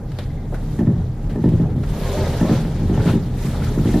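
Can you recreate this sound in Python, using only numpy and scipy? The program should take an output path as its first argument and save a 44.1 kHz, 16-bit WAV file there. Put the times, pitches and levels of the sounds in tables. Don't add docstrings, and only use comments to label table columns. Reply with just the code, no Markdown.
import sys
import numpy as np
from scipy import signal
from scipy.fft import rfft, irfft
from scipy.io import wavfile
from scipy.ndimage import uniform_filter1d

SR = 44100
rng = np.random.default_rng(int(sys.argv[2]) if len(sys.argv) > 2 else 0)


def bounce(signal):
    frames = np.transpose(np.atleast_2d(signal))
    limited = np.clip(frames, -1, 1)
    pcm = np.round(limited * 32767).astype(np.int16)
    wavfile.write(sys.argv[1], SR, pcm)


N = 176400
TIME, HZ = np.arange(N) / SR, np.fft.rfftfreq(N, 1 / SR)


# t/s, thump level/dB, clack level/dB, boom level/dB
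BLOWS = [(0.7892, 0, 0, -4), (0.8686, -1.5, -5.5, 2.5), (0.9475, -14, -41, -20), (1.3562, -5.5, -7, -11),
         (1.4385, 1.5, -0.5, 3), (1.5172, -4.5, -17, 4), (1.5958, -4, -10, -3), (1.677, -13, -37, -19),
         (1.7595, -10, -21, -4.5), (2.1662, -13, -17, -6), (2.329, -22, -8, -28), (2.4092, -0.5, 0.5, -7),
         (2.4918, 0.5, 0, 0.5), (2.574, -30, -6, -20), (2.648, -14.5, -6, -20), (2.732, -16, -30, -23),
         (2.8149, -8.5, -25, -3.5), (2.895, -3, -8, -19), (2.974, -9, 0, 1.5), (3.0551, -2.5, -11, 2.5),
         (3.134, -1, -12, 3), (3.446, -10.5, -17, -10), (3.7736, -2, -23, -21), (3.8536, 0, -6.5, -30),
         (3.938, 0.5, 2.5, -15)]
# f/Hz, width/Hz, level in knocks/dB, level in rumble/dB
CABIN_NOTES = [(84.7, 7.3, 2, 9.5), (126.1, 6.4, 5, 11), (152.2, 17.6, -3.5, 1.5), (232, 16, -3.5, 7),
               (294, 18, -0.5, 11.5), (340, 24, -6.5, -3), (418.6, 15, -17, 1.5), (598, 10, -30, -5),
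               (810, 8.9, 0, 2.5)]
# f/Hz, level/dB
CLACK_TONE = [(150, -10), (400, 4), (560, 6), (700, 0.5), (870, 3), (1100, -16), (1400, -22), (1850, -12.5),
              (2400, -45), (6000, -39.5), (15000, -40)]
def knocks():
    start_hz, end_hz, glide_s = 750.5, 135.2, 0.00373
    hz = end_hz + (start_hz - end_hz) * np.exp(-TIME / glide_s)
    age = TIME / 0.0073
    thump = -(age * np.exp(1 - age)) ** 2 * np.sin(2 * np.pi * np.cumsum(hz) / SR)
    ring = 1 + sum(amp(db) * peak(f, width) for f, width, db, _ in CABIN_NOTES)
    blow = irfft(rfft(thump) * walls() * ring, N)[:SR // 2]
    thumps = play_at(blow, [(t, db) for t, db, _, _ in BLOWS])
    echo_s = WALL_ECHOES[0][0]
    clack_level = sum(amp(db) * (burst(t + 0.0031, 0.0098, 0.00054) + 0.49 * burst(t + echo_s, 0.031))
                      for t, _, db, _ in BLOWS)
    return amp(-10.5) * thumps + amp(-26) * clack_level * noise(tone(CLACK_TONE))


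# delay/s, gain (minus flips the wave), treble limit/Hz
WALL_ECHOES = [(0.0169, 0.87, 2500), (0.0327, -0.42, 2000), (.0396, .7, 330), (.053, 0.15, 900)]
def walls():
    return 1 + sum(gain * np.exp(-2j * np.pi * HZ * delay) / (1 + 1j * HZ / limit)
                   for delay, gain, limit in WALL_ECHOES)


# f/Hz, level/dB, decay/s
PANEL_NOTES = [(496, -26, 0.0051), (591.4, -26, 0.013), (746, -38, 0.009), (832, -35, 0.013),
               (1314, -45, 0.014), (1788, -35.5, 0.0097)]
def panel():
    ring = sum(amp(db) * np.exp(-TIME / decay) * np.sin(2 * np.pi * f * TIME)
               for f, db, decay in PANEL_NOTES)
    echoed = irfft(rfft(ring) * (1 + 0.29 * (walls() - 1)), N)[:SR // 4]
    return play_at(echoed, [(t + 0.002, db) for t, _, db, _ in BLOWS])


def late_echoes():
    power = sum((amp(db) * burst(t + 0.017, decay_s=0.029, rise_s=0.015)) ** 2 for t, db, _, _ in BLOWS)
    blur = steadied(noise(abs(peak(hz=312, width_hz=270)) ** 3), window_s=0.024, share=0.43)
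    return amp(-19.5) * np.sqrt(power) * blur


# f/Hz, width/Hz, level/dB
FLOOR_NOTES = [(89, 9.1, -15), (114.7, 14, -5.5), (163, 19, -7)]
def floor_boom():
    power = sum((amp(db) * burst(t, decay_s=0.087, rise_s=0.02)) ** 2 for t, _, _, db in BLOWS)
    drone = steadied(ringing_noise(FLOOR_NOTES), window_s=0.18, share=1)
    return amp(-17.5) * np.sqrt(power) * drone


# t/s, level/dB
SHUDDER_LEVEL = [(0.0, -40.5), (0.11, -26.5), (0.19, -50), (0.24, -27.5), (1.2, -29), (1.28, -17.5),
                 (1.35, -35), (1.65, -22), (1.8, -37), (1.9, -15.5), (2.0, -28.5), (2.03, -22.5),
                 (2.62, -36), (2.66, -29), (3.99, -26.5), (4.0, -30)]
# f/Hz, level/dB
DRONE_TONE = [(15, -18), (45, 2.5), (60, -6), (90, -2), (145, -1), (200, -5), (300, -18), (450, -16),
              (600, -22), (800, -24), (1100, -31.5), (1900, -38.5), (2600, -50), (8000, -84)]
# t/s, level/dB
DRONE_LEVEL = [(0, -27), (.5, -27), (.9, -21.5), (1.15, -26), (1.6, -20.5), (2.1, -24), (2.5, -22),
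               (2.68, -21), (2.78, -21.5), (2.95, -20.5), (3.15, -23), (3.3, -22), (3.42, -23),
               (3.6, -21.5), (4, -20.5)]
def rope_rumble():
    shudder_hz, width_hz = 33.4, 4.9
    deep_band = abs(peak(shudder_hz, width_hz) * peak(shudder_hz, 3 * width_hz))
    shudder = steadied(noise(deep_band), window_s=0.052, share=0.44)
    ring = 1 + sum(amp(db) * abs(peak(f, width)) ** 2 for f, width, _, db in CABIN_NOTES)
    drone = steadied(noise(tone(DRONE_TONE) * ring), window_s=0.11, share=0.64)
    return level(SHUDDER_LEVEL) * shudder + level(DRONE_LEVEL) * drone


# t/s, level/dB
HUM_SWELLS = [(0, -31.5), (.25, -27), (.55, -35), (1.02, -25), (1.15, -36), (1.85, -31), (2.05, -23.5),
              (2.45, -33), (2.65, -28), (3.48, -40), (3.56, -20.5), (3.68, -22.5), (3.76, -35), (3.9, -21),
              (4, -29.5)]
def cabin_hum():
    hum = noise(abs(peak(hz=85.54, width_hz=8.3)) ** 2)
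    return level(HUM_SWELLS) * steadied(hum, window_s=0.12, share=0.72)


# t/s, level/dB
HISS_GUSTS = [(0, -61), (.2, -48), (.38, -56), (.48, -55.5), (.72, -49), (.92, -54), (1.15, -55.5),
              (1.35, -52.5), (1.58, -48), (1.68, -54.5), (1.8, -52), (1.9, -43.5), (2.06, -38), (2.2, -37),
              (2.29, -36.5), (2.45, -37.5), (2.57, -35.5), (2.61, -41.5), (2.68, -45), (2.85, -45),
              (3.03, -40.5), (3.1, -33), (3.19, -46), (3.33, -49), (3.45, -38), (3.58, -41.5),
              (3.66, -38.5), (3.77, -44), (3.88, -37.5), (4, -39)]
# f/Hz, level/dB
HISS_TONE = [(300, 8), (800, 0.5), (1200, 4), (1900, 4), (2700, -1), (3700, 1.5), (5000, -2.5), (7000, -5),
             (8800, -9), (10500, -6.5), (12000, -12), (13300, -1), (14300, -33), (15200, -4.5)]
# t/s, level/dB
FIZZ_GUSTS = [(0, -61), (.45, -70), (.535, -55), (.58, -60.5), (.72, -55.5), (.78, -51.5), (.85, -66),
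              (1.2, -65), (1.75, -64), (1.95, -48.5), (2.15, -45), (2.35, -59), (3.3, -62), (3.42, -44),
              (3.6, -54), (4, -44)]
# f/Hz, level/dB
FIZZ_TONE = [(2000, -13), (4000, -13), (7000, 5), (9000, -1), (10500, 6), (12000, 1.5), (13500, 9),
             (14500, -19), (15200, -30)]
# t/s, level/dB
SHARP_GUST = [(3.0, -64), (3.06, -56), (3.092, -30), (3.135, -55), (3.18, -50)]
def wind():
    hiss = level(HISS_GUSTS) * noise(tone(HISS_TONE)) * amp(2 + 0.52 * flicker(rate_hz=27))
    fizz = level(FIZZ_GUSTS) * noise(tone(FIZZ_TONE))
    in_gust = (TIME > SHARP_GUST[0][0]) * (TIME < SHARP_GUST[-1][0])
    swish = level(SHARP_GUST) * in_gust * noise(abs(peak(hz=1420, width_hz=2800)) ** 2)
    return grainy_hiss(hiss + fizz + swish)


def grainy_hiss(sound, count=14, waver_db=2):
    band_number = curve([(400, 0), (15000, count - 1)])
    spectrum = rfft(sound)
    bands = (irfft(spectrum * np.maximum(1 - abs(band_number - k), 0), N) for k in range(count))
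    return sum(band * amp(waver_db * flicker(rate_hz=24)) for band in bands)


# f/Hz, width/Hz, level/dB
GAP_NOTES = [(405.3, 30.5, 3.5), (505, 100, -1.5), (610, 29, -3), (707, 22, -3.5), (830, 62, -7.5),
             (960, 61, -10), (1060, 25, -12), (1314, 60, -14.5), (1720, 71, -18)]
# t/s, pitch factor
HOWL_BEND = [(0, 0.92), (2.03, 0.97), (2.22, 0.97), (2.33, 0.94), (2.43, 1.02), (2.54, 1.05), (2.7, .95),
             (3.1, 1.04), (3.3, .96), (4, 1.03)]
# t/s, level/dB
HOWL_GUSTS = [(0, -46), (1.8, -52), (2, -32.5), (2.1, -30.5), (2.22, -29), (2.33, -30.5), (2.54, -28),
              (2.66, -45.5), (2.9, -36), (3.1, -29), (3.25, -45.5), (3.65, -34.5), (4, -42)]
def howl():
    hollow = ringing_noise(GAP_NOTES)
    speed = np.interp(TIME, *np.transpose(HOWL_BEND))
    position = np.cumsum(speed) % N
    return level(HOWL_GUSTS) * np.array([np.interp(position, np.arange(N), side) for side in hollow])


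# t/s, length/s, f/Hz, level/dB
WHISTLE_NOTES = [(1.997, 0.16, 1052, -39), (2.017, .09, 510, -30), (2.119, 0.067, 580, -25.5),
                 (2.137, 0.12, 388, -26.5), (2.177, 0.092, 596, -26), (2.165, 0.068, 885, -31),
                 (2.42, 0.1, 1088, -36), (2.51, .05, 1292, -38)]
def whistles():
    out = 0
    for t, length, hz, db in WHISTLE_NOTES:
        cycles = np.cumsum(hz * (1 + 0.03 * flicker(rate_hz=55.5))) / SR
        swell = np.sin(np.pi * np.clip((TIME - t) / length, 0, 1))
        out += amp(db) * swell * np.sin(2 * np.pi * cycles)
    return out


# t/s, level/dB
RUSTLE_GUSTS = [(0, -75), (1.8, -72), (2.06, -34), (2.17, -32), (2.35, -43), (2.56, -36), (2.65, -52),
                (2.95, -52), (3.09, -31.5), (3.22, -56), (3.5, -38), (3.75, -54), (4, -53)]
def rustle():
    pops_per_s = 460
    out = 0
    for hz in (1165, 1580, 2390, 3300, 4280):
        size = amp(-3 * np.minimum(rng.exponential(1, N), 4))
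        happens = rng.random(N) < pops_per_s / SR
        sign, pan = rng.choice([-1., 1.], N), rng.uniform(-0.4, 0.45, N)
        pops = size * happens * sign * np.array([1 + pan, 1 - pan])
        out += unit(irfft(rfft(pops) * peak(hz, width_hz=0.46 * hz) ** 2, N))
    return amp(-9) * level(RUSTLE_GUSTS) * unit(out)


# t/s, level before tilt/dB, rise/s, decay/s, treble tilt/(dB per octave)
SCRAPES = [(0.534, -33.5, 0.011, 0.027, -0.5), (1.293, -44, 0.0036, 0.01, 0.5),
           (1.831, -35.5, 0.0072, 0.011, 2.5), (2.93, -34, .014, .008, -1), (2.985, -30.5, 0.018, 0.011, 0),
           (3.055, -33.5, .02, 0.028, 2.5)]
# f/Hz, level/dB
SCUFF_TONE = [(150, -30), (400, 6), (650, 2.5), (1000, -7), (1450, 0.5), (2100, -11.5), (3000, -19),
              (6000, -24.5), (14000, -41)]
def scuffs():
    out = 0
    for t, db, rise, decay, tilt in SCRAPES:
        swell = np.clip((TIME - t) / rise, 0, 1)
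        fade = np.exp(-np.maximum(TIME - t - rise, 0) / decay)
        out += amp(db) * swell * fade * noise(tone(SCUFF_TONE, tilt))
    return out


# t/s, level/dB, decay/s, f/Hz, width/Hz
RUBS = [(.187, -36, 0.014, 600, 400), (.186, -28, 0.0053, 3600, 1890), (.203, -45, 0.016, 3300, 2500),
        (.3, -55, .06, 1980, 500), (.372, -53, 0.066, 2090, 400), (0.523, -27.5, 0.023, 536, 600),
        (1.63, -32.5, 0.035, 740, 220), (1.629, -42, .012, 1370, 500), (2.267, -20, 0.0084, 534, 400),
        (3.085, -26.5, .02, 750, 700), (3.545, -28.5, 0.0078, 1064, 700), (3.619, -22.5, 0.0045, 1381, 220),
        (3.67, -32.5, 0.011, 1380, 200), (3.783, -33, 0.0062, 1320, 250.4)]
def creaks():
    return sum(amp(db) * burst(t, decay, rise_s=0.0024) * noise(abs(peak(f, width)) ** 3)
               for t, db, decay, f, width in RUBS)


# t/s, level/dB, decay/s, treble tilt/(dB per octave)
SMALL_TICKS = [(0.117, -34.5, 0.0056, -1.5), (0.187, -23.5, 0.0059, -2.5), (0.195, -35, 0.037, -3.5),
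               (0.542, -40.5, .014, 3), (.789, -44, 0.014, 2), (1.243, -39, .003, -1),
               (1.295, -35, 0.032, -3.5), (1.489, -34, .004, 0.5), (1.834, -31, 0.0043, -15),
               (3.643, -33, 0.011, 5)]
# f/Hz, level/dB
TICK_TONE = [(150, -13), (600, 6), (1000, -4), (1700, 0), (2700, -7.5), (4000, -4.5), (7000, -13.5),
             (14000, -11.5)]
def ticks():
    return sum(amp(db) * burst(t, decay) * noise(tone(TICK_TONE, tilt))
               for t, db, decay, tilt in SMALL_TICKS)


# f/Hz, level of the sides against the middle/dB
STEREO_WIDTH = [(30, -52), (85, -42.5), (175, -24.5), (350, -18.5), (700, -16.5), (1400, -9), (2800, -7.5),
                (5600, -1.5), (9000, 2.5), (14000, 8)]
def noise(gain):
    mid, side = rfft(rng.standard_normal((2, N)))
    width = amp(curve(STEREO_WIDTH))
    left_right = np.array([mid + width * side, mid - width * side])
    return unit(irfft(left_right * gain / np.sqrt(1 + width ** 2), N))


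def ringing_noise(notes):
    return noise(sum(amp(db) * abs(peak(f, width)) ** 2 for f, width, db in notes))


def play_at(sound, hits):
    strikes = np.zeros(N)
    for t, db in hits:
        strikes[min(round(t * SR), N - 1)] += amp(db)
    return signal.fftconvolve(strikes, sound)[:N]


def amp(db):
    return 10 ** (np.asarray(db) / 20)


def unit(x):
    return x / np.sqrt(np.mean(x ** 2) + 1e-20)


def curve(points):
    f, value = np.transpose(points)
    return np.interp(np.log(HZ + 1), np.log(f), value)


def tone(points, tilt=0):
    return amp(curve(points) + tilt * np.log2((HZ + 1) / SR))


def level(points):
    return amp(np.interp(TIME, *np.transpose(points)))


def peak(hz, width_hz):
    return 1 / (1 + 2j * (HZ - hz) / width_hz)


def flicker(rate_hz):
    return unit(irfft(rfft(rng.standard_normal(N)) / (1 + (HZ / rate_hz) ** 2), N))


def steadied(x, window_s, share):
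    power = uniform_filter1d((x ** 2).mean(0), int(window_s * SR))
    return unit(x / (abs(power) + 1e-9) ** (share / 2))


def burst(start, decay_s, rise_s=0.0018):
    age = np.maximum(TIME - start, 0)
    return np.minimum(age / rise_s, 1) * np.exp(-age / decay_s)


def scene():
    knocking = knocks() + late_echoes() + panel() + floor_boom()
    cabin = knocking + ticks() + scuffs() + creaks() + rope_rumble() + cabin_hum()
    return cabin + wind() + rustle() + howl() + whistles()


def record(dry):
    limit_hz = 15000
    low_pass = signal.firwin(511, limit_hz, window=("kaiser", 9), fs=SR)
    return signal.oaconvolve(dry, low_pass[None], "same")


dry = scene()
out = record(dry)
bounce(out)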